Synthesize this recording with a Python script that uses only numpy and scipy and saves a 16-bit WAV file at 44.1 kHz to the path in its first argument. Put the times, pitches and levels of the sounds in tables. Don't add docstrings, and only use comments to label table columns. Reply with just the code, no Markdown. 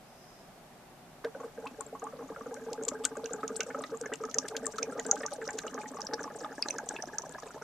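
import sys
import numpy as np
from scipy import signal
from scipy.fft import rfft, irfft, next_fast_len
from scipy.io import wavfile

SR = 44100
rng = np.random.default_rng(int(sys.argv[2]) if len(sys.argv) > 2 else 0)


def to_wav(sig):
    pcm = np.clip(np.atleast_2d(sig), -1, 1) * 32767
    pcm = np.round(pcm).astype(np.int16)
    wavfile.write(sys.argv[1], SR, pcm.T)


N = 336483

# (frequency [Hz], relative spectral level [dB])
AIR_SPECTRUM = [(12, -32), (20, -10.5), (102, -16.5), (142, -7), (210, -8.5), (247, -9), (326, -16),
                (364, -10), (454, -16), (707, -9), (985, -16.5), (3230, -27), (7010, -30.5), (13600, -34.5),
                (14800, -37)]
# (frequency [Hz], correlation [-1..1])
AIR_CORRELATION = [(60, 0.66), (180, 0.98), (540, 0.84), (1600, 0.48), (4790, -0.1), (14300, 0.0078)]
# (time [s], level [dB])
LEAK_LEVELS = [(0.03, -76), (0.218, -64.5), (0.4, -67), (0.55, -80)]
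# (frequency [Hz], bandwidth [Hz], gain [dB])
LEAK_MODES = [(5080, 320, 3.6), (6160, 330, 0.57)]
# (frequency [Hz], bandwidth [Hz], gain [dB])
FULL_MODES = [(264.6, 27, 5.5), (448.7, 27.5, 10), (573, 80, 1.5), (846, 15.4, 3), (1210, 90, -6),
              (1604, 71, 5), (2170, 30, -4), (2530, 42, -1.5)]
HALF_MODES = [(271, 57, -1.5), (459, 44, 5), (616, 110, -1.5), (850, 28, 8), (1210, 130, -5),
              (1694, 160, 8), (2650, 60, -11)]
DRAINED_MODES = [(258, 92, 4.5), (460, 150, 7), (650, 260, 2.5), (920, 180, 8), (1250, 130, -2.5),
                 (1683, 84, 10.5), (2640, 67, -14)]
# (time [s], large bubbles [dB], middling bubbles [dB], fizz [dB])
FROTH_LEVELS = [(1.25, -71, -36, -77), (1.39, -55, -45.5, -72), (2.81, -52.5, -44, -66.5),
                (4.61, -53, -40, -60), (6.31, -52.5, -42.5, -59.5), (7.63, -68.5, -44, -62.5)]
# (frequency [Hz], gain [dB])
FIZZ_FILTER = [(3000, 11), (4500, -8), (6300, 6), (8200, 6.5), (9500, 4), (14000, -32)]
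# (time [s], peak level [dB], frequency [Hz], length [cycles], left over right [dB], splash re peak [dB])
BURSTS = [(1.246, -43.5, 3680.0, 8.3, -5, 6), (1.6555, -44, 7640, 8.6, 13, -16),
          (1.672, -45, 3830, 11, 1.0, 3), (1.8083, -27, 7800, 6.3, 16, -28),
          (1.8637, -41.5, 7470, 41.5, 9, -30.5), (1.996, -41.0, 6550.0, 12, -1, -26.5),
          (2.041, -36.5, 7600, 5.3, 11.0, -28.5), (2.5426, -31, 7100, 4, 5, -27),
          (2.7314, -24.5, 5960, 2.8, 0, -20), (2.825, -42, 6560, 37, 0, -25),
          (2.8356, -27.5, 7200, 6.3, 5, -22), (2.8507, -31.5, 7390.0, 14, 9.0, -18),
          (2.8826, -22.5, 7200, 8.9, 6, -6), (2.8842, -22.5, 7300, 16, 10, -27),
          (2.887, -16, 6900, 6.1, 11, -19), (3.038, -41, 8230.0, 22.4, 10.5, 0),
          (3.043, -38, 3550, 28, -2, 9), (3.0519, -10, 7470, 5.4, 9.0, -15),
          (3.17, -36, 7320.0, 7.6, 8, -20), (3.242, -39, 4400, 7.9, -4, 0),
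          (3.258, -30.0, 6160, 10.9, -7.5, -14), (3.3338, -24, 7230, 10.5, 6, -44),
          (3.479, -24.5, 6470, 7, -4, -17), (3.5581, -34.5, 4400, 4.2, -4, -17),
          (3.565, -22, 8000, 4.6, 9, -31), (3.5683, -28, 7900, 15.5, 13.0, -32),
          (3.6056, -20, 6200, 7.8, -4.0, -7), (3.632, -30, 6360, 5.6, -2.0, -24),
          (3.8192, -39, 8300, 20, 21, -29.5), (3.8377, -36, 3760, 17, -1.0, -5),
          (3.972, -38.5, 7170.0, 13, 5.0, -29.5), (4.0125, -26.5, 6900, 4.1, 3.5, -38),
          (4.0588, -37, 6400, 13.4, -3.5, -27), (4.1369, -27, 7250, 8.4, 14, -9),
          (4.1564, -33, 6960, 5.3, 3.5, -21.5), (4.2372, -38, 6630.0, 8.9, 1.0, -15.5),
          (4.2524, -36, 5880.0, 6.6, -8, -17), (4.3125, -38.0, 6100, 6, -8.5, -8),
          (4.344, -19, 6600, 8.2, -1, -35), (4.385, -9, 5980, 7.2, -1, -24),
          (4.481, -36, 6800.0, 6.7, 7, -2), (4.4851, -22, 6800, 2.6, 0, -13),
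          (4.5658, -23, 6600, 6.9, 2, -4.5), (4.657, -27.5, 7670.0, 7.7, 13, -25),
          (4.6662, -19.0, 7400, 5.8, 8, -41), (4.7221, -42, 7170.0, 6.5, 6, -23),
          (4.7826, -33, 6600, 10, 2.5, 1), (4.7885, -34, 6140.0, 9.0, -5, -11),
          (4.824, -44, 7150, 16, 6, -1), (4.829, -19, 5940, 9.2, -3.5, -19),
          (4.9963, -25.5, 6850, 16, 1, -8.5), (5.0484, -38, 5140, 6.5, -4, -5),
          (5.065, -25.5, 7540, 9.4, 11, -22), (5.1125, -7.5, 6430, 13.7, 0, -29),
          (5.1573, -33.0, 6950, 3.6, 10, -10), (5.2341, -46, 3570, 7.6, 1, 2),
          (5.263, -21.5, 6240, 7.2, -1, -37.5), (5.3182, -42, 6240, 18, -5, -1),
          (5.33, -37.5, 5470.0, 7.8, -6, -22.0), (5.3347, -38.5, 4100, 6.8, 2.0, -26),
          (5.3363, -30.5, 8800, 7.8, 16, -28.5), (5.442, -41, 6700, 5.6, 6.5, -13),
          (5.4536, -46, 5430.0, 9.4, -3.5, -21), (5.4768, -28, 5700, 7.6, -4, -36.0),
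          (5.5063, -31.5, 7100, 12, 5.5, -21), (5.583, -41, 6050, 13.2, -6.5, 2),
          (5.587, -25, 6700.0, 8.8, 4, -6), (5.6723, -38.5, 6350.0, 5.3, -4.0, -13.5),
          (5.6796, -41.5, 4030.0, 4.7, -0.5, -2), (5.7433, -31.5, 6200, 6.7, -6, -20.5),
          (5.8885, -39, 6200, 11, -2, -23), (5.9155, -44, 8100, 10, 15, -12),
          (6.007, -31.5, 6500, 5.5, 5, -14), (6.0171, -27.5, 5570, 8.3, -4.5, -26),
          (6.0681, -26, 5340, 8.5, -2, -37), (6.136, -25, 5000, 4.3, 5, -26),
          (6.1416, -26.5, 5300, 7.6, -6, -30), (6.2313, -31, 6460.0, 6.4, 5, -29.5),
          (6.2397, -33.5, 5700, 14, -6.5, -35), (6.393, -44.5, 6200, 18, -4.0, -13),
          (6.4048, -38.5, 5300.0, 7.3, -2.0, -32), (6.4458, -44.5, 3500, 16, -0.5, -9.5),
          (6.6214, -37, 9150, 7.2, 18, -10), (6.6244, -15, 4900, 11, -2.0, -34),
          (6.6851, -30, 4160, 15, 0, -25), (6.6854, -25.5, 6140, 11, -4.0, -13),
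          (6.7018, -30.5, 8600, 6.4, 15, -25), (6.7069, -24.5, 5980, 23, -3, -22),
          (6.784, -24, 6440, 6.8, -3, -38), (6.8877, -35, 8030, 65.3, 8, -16),
          (6.8896, -22, 6700, 6.4, 0, -23), (6.9631, -45.5, 3550, 22, -1, 1.5),
          (7.0231, -25.5, 5840, 11.6, -3, -22), (7.056, -41, 5600, 12, -2, -22),
          (7.1841, -18.5, 6180, 7.7, -3, -38.0), (7.2196, -35.5, 6000, 19, -6, -18),
          (7.2935, -35, 7300, 6.3, 4.0, -21), (7.323, -42, 7800, 12, 11, -31),
          (7.4004, -37.5, 6180.0, 5.3, -4.5, -24)]
# (time
# [s], relative peak level [dB], frequency [Hz])
SMALL_BUBBLES = [(1.248,-32.5,1610),(1.349,-44,1520),(1.402,-36,1124),(1.434,-37,1096),(1.661,-33.5,1080),(1.669,-35.5,2650),(1.8087,-33,1113),(1.952,-36,1110),(2.0208,-35,1210),(2.055,-44,1080),(2.0678,-30,1170),(2.125,-44,1315),(2.1913,-42.5,1110),(2.224,-43,1070),(2.291,-41,1175),(2.3625,-34,1400),(2.41,-34.5,1180),(2.46,-42,1430),(2.566,-41,1570),(2.8835,-37.5,1160),(2.911,-43,1280),(3.0422,-35.5,1280),(3.054,-28,1526),(3.155,-37.5,1165),(3.2397,-56,1470),(3.258,-46,1550),(3.26,-38,2810),(3.2944,-41,1240),(3.337,-38,1490),(3.385,-41.5,1260),(3.432,-26.5,1300),(3.491,-39,1250),(3.608,-30,1520),(3.605,-29.5,2340),(3.606,-27.5,2800),(3.686,-49,1180),(3.703,-34.5,1490),(3.705,-39,1780),(3.707,-41,2230),(3.747,-27.5,1310),(3.8081,-36.5,1203),(3.838,-31.5,1260),(3.839,-34,1960),(3.9442,-35.5,1166),(4.037,-37,1550),(4.0583,-31.5,1726),(4.127,-33.5,1940),(4.137,-33,2870),(4.238,-28,1276),(4.288,-38,1304),(4.3423,-35,1850),(4.385,-34.5,1210),(4.453,-38.5,1740),(4.5528,-33,1640),(4.648,-36.5,1810),(4.667,-32.5,1170),(4.739,-39,1620),(4.785,-24,1335),(4.828,-30,2460),(4.924,-35.5,1380),(4.984,-44,1180),(4.993,-33.5,1950),(5.053,-40,1580),(5.092,-35.5,1210),(5.116,-31,1400),(5.13,-28.5,810),(5.1678,-35.5,1610),(5.2083,-35.5,1650),(5.234,-29.5,1850),(5.2526,-33,1180),(5.282,-38,1560),(5.3186,-39,1230),(5.324,-33.5,820),(5.417,-31.5,1720),(5.462,-47,1190),(5.49,-26.5,1700),(5.497,-35,843),(5.588,-32,1710),(5.619,-43,1240),(5.6368,-37.5,1660),(5.668,-31.5,1300),(5.679,-38,2970),(5.748,-42,1060),(5.7778,-31.5,1240),(5.78,-34,1680),(5.815,-40,2470),(5.858,-37.5,1890),(5.9698,-32.5,1170),(5.987,-32.5,823),(5.9958,-36,1180),(6.1122,-46,1820),(6.1365,-37,1770),(6.192,-35,1490),(6.2437,-35,1170),(6.278,-33.5,1095),(6.446,-28,1254),(6.5273,-39,1420),(6.5774,-58,1630),(6.629,-31.5,2510),(6.6503,-41.5,1224),(6.686,-39,1710),(6.7048,-29.5,2550),(6.74,-39.5,1230),(6.786,-29,1580),(6.8897,-42,3600),(6.9083,-35.5,1524),(6.9446,-43,1660),(6.9646,-30,2670),(7.0033,-46.5,1760),(7.085,-53,1660),(7.145,-48,1620),(7.185,-36.5,1320),(7.2964,-47,1360),(7.3443,-40,980),(7.347,-39,1610),(7.3833,-34,1060),(7.4234,-38.5,1220),(7.4636,-41.5,1030),(7.475,-45.5,2590),(7.506,-37.5,1406),(7.5796,-41.5,1034),(7.6209,-34,1440)]
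# (time [s], peak level [dB], frequency [Hz], follower re peak [dB])
LARGE_BUBBLES = [(1.247,-27,460,-30),(1.352,-34,530,-17),(1.401,-38.5,490,-29),(1.442,-34,470,-13),(1.581,-33,490,-26),(1.634,-41,470,4.5),(1.714,-43,234,-29),(1.783,-39.5,440,-3),(1.858,-46.5,429,-26),(1.92,-48.5,438,9),(2.02,-41,458,7),(2.064,-47,446,-7),(2.133,-37,535,-31),(2.189,-39.5,492,-8),(2.212,-36.5,460,-11),(2.303,-32,510,-11.5),(2.37,-40.5,563,-16),(2.405,-39.5,484,-18),(2.464,-32.5,490,-27),(2.513,-34.5,490,-4.5),(2.571,-37.5,570,-16),(2.609,-41.5,446,-24),(2.669,-34,454,-4.5),(2.717,-32.5,485,-6.5),(2.782,-31.5,446,-31),(2.816,-32.5,438,-21),(2.872,-34,465,-23),(2.921,-30.5,586,-13),(2.95,-37,430,-27),(2.996,-39.5,442,-3),(3.04,-52,425,4),(3.112,-37,445,-14),(3.173,-29.5,412,-12),(3.24,-31,443,-29),(3.312,-32,477,-10.5),(3.343,-32.5,407,-30),(3.381,-40.5,432,-4.5),(3.438,-28.5,420,-31),(3.502,-30,437,-37),(3.542,-40,429,-20),(3.598,-30,407,-14.5),(3.663,-37.5,510,-21),(3.685,-37,513,-9),(3.747,-31.5,506,-10),(3.784,-35,449,-29),(3.809,-42,430,-32),(3.891,-51,262,-22),(3.923,-31.5,470,-29),(4.013,-31.5,484,-30),(4.053,-38.5,416,-26),(4.096,-39,494,-27),(4.124,-29,414,-19),(4.207,-33.5,440,-25),(4.237,-33.5,460,-12),(4.283,-55,278,1),(4.354,-34,464,-11),(4.374,-36,570,-17),(4.424,-39,604,-14),(4.45,-39,407,-25),(4.512,-38.5,418,-5),(4.552,-30,438,-35),(4.607,-43,228,-25),(4.627,-35.5,458,-19),(4.666,-37.5,422,-6.5),(4.74,-38.5,417,-21),(4.785,-38.5,445,-30),(4.821,-29.5,493,-15),(4.874,-33.5,465,-11),(4.91,-42.5,412,-16),(4.957,-34,540,-9),(4.983,-29.5,458,-11.5),(5.057,-32,446,-30),(5.089,-29.5,460,-11),(5.129,-33,565,-9),(5.163,-52,290,-19),(5.208,-32,470,-25),(5.236,-34,430,-2.5),(5.318,-35.5,580,-15),(5.386,-33.5,492,-22),(5.416,-35.5,437,-13),(5.476,-31,553,-7),(5.541,-35.5,440,-15),(5.57,-41,404,-19),(5.64,-34.5,450,-8),(5.668,-32.5,454,-30),(5.725,-39,269,-21),(5.744,-36.5,461,-15),(5.78,-37,413,-3.5),(5.838,-35.5,454,-9),(5.911,-37,273,-22),(5.942,-41,406,-23),(5.985,-43.5,443,3),(6.032,-43,630,4),(6.093,-36,261,-14),(6.116,-37,490,3),(6.137,-27,450,-39),(6.187,-37.5,284,-18),(6.208,-33.5,440,-17),(6.244,-34,560,-5),(6.306,-37,590,-18),(6.352,-37.5,433,-16),(6.413,-35,488,-29),(6.444,-36,623,1),(6.489,-46,656,-15),(6.507,-41,463,-7),(6.585,-29.5,552,-10.5),(6.662,-28.5,410,-13),(6.686,-35,580,-25),(6.733,-40,316,-12),(6.756,-36.5,442,-20),(6.784,-39,552,-0.5),(6.827,-49,680,-2),(6.866,-43,467,-18),(6.903,-38,365,-7.5),(6.94,-34.5,615,-8),(6.992,-34,376,-14),(7.034,-38,615,-23),(7.078,-38.5,387,-13),(7.132,-40.5,402,-1),(7.18,-48,649,4),(7.23,-48.5,389,-5),(7.254,-40,640,-19),(7.289,-52,419,0),(7.343,-44,420,-14),(7.426,-54,476,-16),(7.463,-41,430,-29),(7.548,-39,430,-12),(7.62,-35.5,466,-11)]

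FULL_S, HALF_S, DRAINED_S = 5.04, 6.26, 7.24
DRAINED_RING = 0.6


def amp(db):
    return 10 ** (np.asarray(db) / 20)


def unit(x):
    return x / np.sqrt(np.mean(x ** 2) + 1e-20)


def along(points, hz):
    f, v = np.transpose(points)
    return np.interp(np.log(hz + 1), np.log(f + 1), v)


def envelopes(rows):
    times, *columns = np.transpose(rows)
    return [np.interp(np.arange(N) / SR, times, db, left=-120) for db in columns]


def filtered(x, response):
    n = x.shape[-1]
    padded = next_fast_len(n + 2500)
    return irfft(rfft(x, padded) * response(np.fft.rfftfreq(padded, 1 / SR)), padded)[..., :n]


def resonances(modes):
    return lambda f: sum((-1) ** k * amp(db) * 1j * f * width / (hz * hz - f * f + 1j * f * width)
                         for k, (hz, width, db) in enumerate(modes))


def bubbles(hz, t60, rise, attack_s, samples):
    t, hz, t60 = np.arange(samples) / SR, hz[:, None], t60[:, None]
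    phase = 2 * np.pi * hz * t * (1 - rise / 4 + rise * t / (2 * t60))
    return np.sin(phase) * amp(-60 * t / t60) * (1 - np.exp(-t / attack_s)) ** 2


def scattered(rows, t60, wet_db, gap_s):
    t = np.arange(min(rows.shape[1], SR // 8)) / SR
    echoes = rng.standard_normal((len(rows), 2, len(t))) * amp(-60 * t / t60) * (t > gap_s)
    echoes *= amp(wet_db) / np.linalg.norm(echoes, axis=2, keepdims=True)
    echoes[..., 0] = 1
    return signal.fftconvolve(rows[:, None], echoes, axes=2)[..., :rows.shape[1]]


def placed(times, peak_db, sounds):
    out = np.zeros((2, N + SR))
    for start, db, sound in zip(times, peak_db, sounds):
        out[:, round(start * SR):][:, :sound.shape[1]] += amp(db) * sound / np.abs(sound.mean(0)).max()
    return out[:, :N]


def draining(times, full, drained):
    return np.interp(times, (FULL_S, DRAINED_S), (full, drained))


def in_bottle(x, times, direct_db, top_hz):
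    def responses(f):
        passband = (1j * f / (170 + 1j * f)) ** 2 / (1 - (f / top_hz) ** 2 + 1j * f / top_hz) ** 2
        modal = [resonances(modes)(f) for modes in (FULL_MODES, HALF_MODES, DRAINED_MODES)]
        return (np.reshape(modal, (3,) + (1,) * (x.ndim - 1) + (-1,)) + amp(direct_db)) * passband
    shares = [np.interp(times, (FULL_S, HALF_S, DRAINED_S), row) for row in np.eye(3)]
    return sum(share * stage for share, stage in zip(shares, filtered(x, responses)))


def room_air():
    def mid_and_side(hz):
        angle = np.arccos(np.clip(along(AIR_CORRELATION, hz), -1, 1)) / 2
        return amp(along(AIR_SPECTRUM, hz)) * [np.cos(angle), np.sin(angle)]
    mid, side = filtered(rng.standard_normal((2, N)), mid_and_side)
    return amp(-55) * np.array([mid + side, mid - side]) / np.std(mid)


def leak():
    level_db, = envelopes(LEAK_LEVELS + [(0.75, -120)])
    hiss = filtered(rng.standard_normal((2, N)), lambda f: resonances(LEAK_MODES)(f) ** 2)
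    return amp(level_db) * unit(hiss)


def swarm(times, db, count, low_hz, log_span, within_s, cycles, attack_s, pan_db):
    smallness, delay, faintness = np.moveaxis(rng.random((len(times), count, 3)), 2, 0)
    hz = (low_hz * np.exp(log_span * smallness)).ravel()
    rings = bubbles(hz, cycles / hz, rise=0.048, attack_s=attack_s, samples=1000)
    stereo = rings[:, None] * amp(rng.normal(0, pan_db, (len(rings), 2, 1)))
    late = delay ** 1.6
    level_db = db[:, None] - 10 * faintness - 6 * late - 5 * smallness
    return placed((times[:, None] + within_s * late).ravel(), level_db.ravel(), stereo)


def froth():
    large_db, middling_db, fizz_db = envelopes(FROTH_LEVELS)
    births, birth_db = np.transpose(LARGE_BUBBLES)[:2]
    large = swarm(births, np.zeros_like(births), count=2, low_hz=194.7, log_span=0.508,
                  within_s=0.04, cycles=20, attack_s=0.0026, pan_db=1.7)
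    middling = swarm(births, 0.24 * birth_db, count=7, low_hz=410, log_span=1.498,
                     within_s=0.045, cycles=20.4, attack_s=0.0007, pan_db=0)
    clumps = rng.uniform(0, N / SR, 700)
    fizz = swarm(clumps, rng.normal(0, 4.5, len(clumps)), count=3, low_hz=4160, log_span=0.725,
                 within_s=0.022, cycles=16, attack_s=0.00032, pan_db=10)
    fizz = filtered(fizz, lambda f: amp(along(FIZZ_FILTER, f)))
    fizz = scattered(fizz, t60=0.032, wet_db=-0.5, gap_s=0.0027)[[0, 1], [0, 1]]
    gurgle = amp(large_db + 1.5) * unit(large) + amp(middling_db - 7.5) * unit(middling)
    gurgle = in_bottle(gurgle, np.arange(N) / SR, direct_db=-8.5, top_hz=2040)
    return gurgle + amp(fizz_db + 2.5) * unit(fizz)


def surface_bursts():
    times, db, hz, cycles, pan_db, splash_db = np.transpose(BURSTS)
    t = np.arange(2200) / SR
    cycle = hz[:, None] * t
    progress = np.minimum(cycle / cycles[:, None], 1)
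    pulses = np.sin(2 * np.pi * cycle * (0.9844 + 0.027 * progress)) * np.sin(np.pi * progress ** 0.52) ** 2
    tear = amp(-5.5 - 60 * t / 0.0018) * rng.standard_normal(pulses.shape)
    pulses += filtered(tear, lambda f: resonances([(7800, 3000, 0)])(f) ** 3)
    near = scattered(pulses, t60=0.01, wet_db=0, gap_s=0.001)
    near += amp(-25) * np.roll(near, round(0.013 * SR), axis=2)
    room = scattered(pulses, t60=0.1, wet_db=-13, gap_s=0.0015) - pulses[:, None]
    sides = amp(np.outer(pan_db / 2, [1, -1]))[..., None]
    splash = amp(-60 * t / 0.032) * (1 - np.exp(-t / 0.00022)) * rng.standard_normal((len(times), 2, len(t)))
    splash[:, 1] = 0.72 * splash[:, 0] + 0.42 * splash[:, 1]
    splash = filtered(splash, lambda f: resonances([(3500, 3400, 0)])(f) ** 2)
    return placed(times, db, (near + room) * sides) + placed(times, db + splash_db, splash)


def small_bubbles():
    times, db, hz = np.transpose(SMALL_BUBBLES)
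    t60 = 0.04 * (1300 / hz) * draining(times, 1, DRAINED_RING)
    rings = bubbles(hz, t60, rise=0.15, attack_s=0.0004, samples=2200)
    t = np.arange(rings.shape[1]) / SR
    snap = amp(-2 - 60 * t / 0.045) * rng.standard_normal(rings.shape)
    rings += filtered(snap, lambda f: resonances([(hz[:, None], 1100, 0)])(f) ** 2)
    plinks = in_bottle(rings, times[:, None], direct_db=1, top_hz=3000)
    return placed(times - 0.001, db - 0.7, scattered(plinks, t60=0.14, wet_db=-11, gap_s=0.0047))


def followers():
    times, db, _, follower_db = np.transpose(LARGE_BUBBLES)
    hz = draining(times, 907.5, 907) * amp(rng.normal(0, 0.497, len(times)))
    rise = draining(times, 1.133, 0.28)[:, None]
    rings = bubbles(hz, np.full(len(times), 0.06), rise, attack_s=0.0078, samples=2600)
    bloops = in_bottle(rings, times[:, None], direct_db=-13.5, top_hz=1800)
    return placed(times + 0.0039, db + follower_db, scattered(bloops, t60=0.081, wet_db=-14.5, gap_s=0.0011))


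def large_bubbles():
    times, db, hz, _ = np.transpose(LARGE_BUBBLES)
    stretch = amp(0.63 * (-36 - db) + rng.normal(0, 1.8, len(times)))
    t60 = 0.044 * draining(times, 1, DRAINED_RING) * stretch
    rings = bubbles(hz, t60, rise=0.15, attack_s=0.005, samples=3200)
    t = np.arange(rings.shape[1]) / SR
    push = amp(2.5 - 60 * t / 0.027) * (1 - np.exp(-t / 0.00056)) * rng.standard_normal(rings.shape)
    rings += filtered(push, lambda f: 1 / (1 + 1j * f / 900) ** 2)
    glugs = in_bottle(rings, times[:, None], direct_db=-12, top_hz=1920)
    return placed(times - 0.0065, db, scattered(glugs, t60=0.47, wet_db=-17, gap_s=0.00068))


def scene():
    return large_bubbles() + followers() + small_bubbles() + surface_bursts() + froth() + leak() + room_air()


def record(dry):
    return filtered(dry, lambda hz: (hz < 14400) * 1j * hz / (25 + 1j * hz))


dry = scene()
out = record(dry)
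to_wav(out)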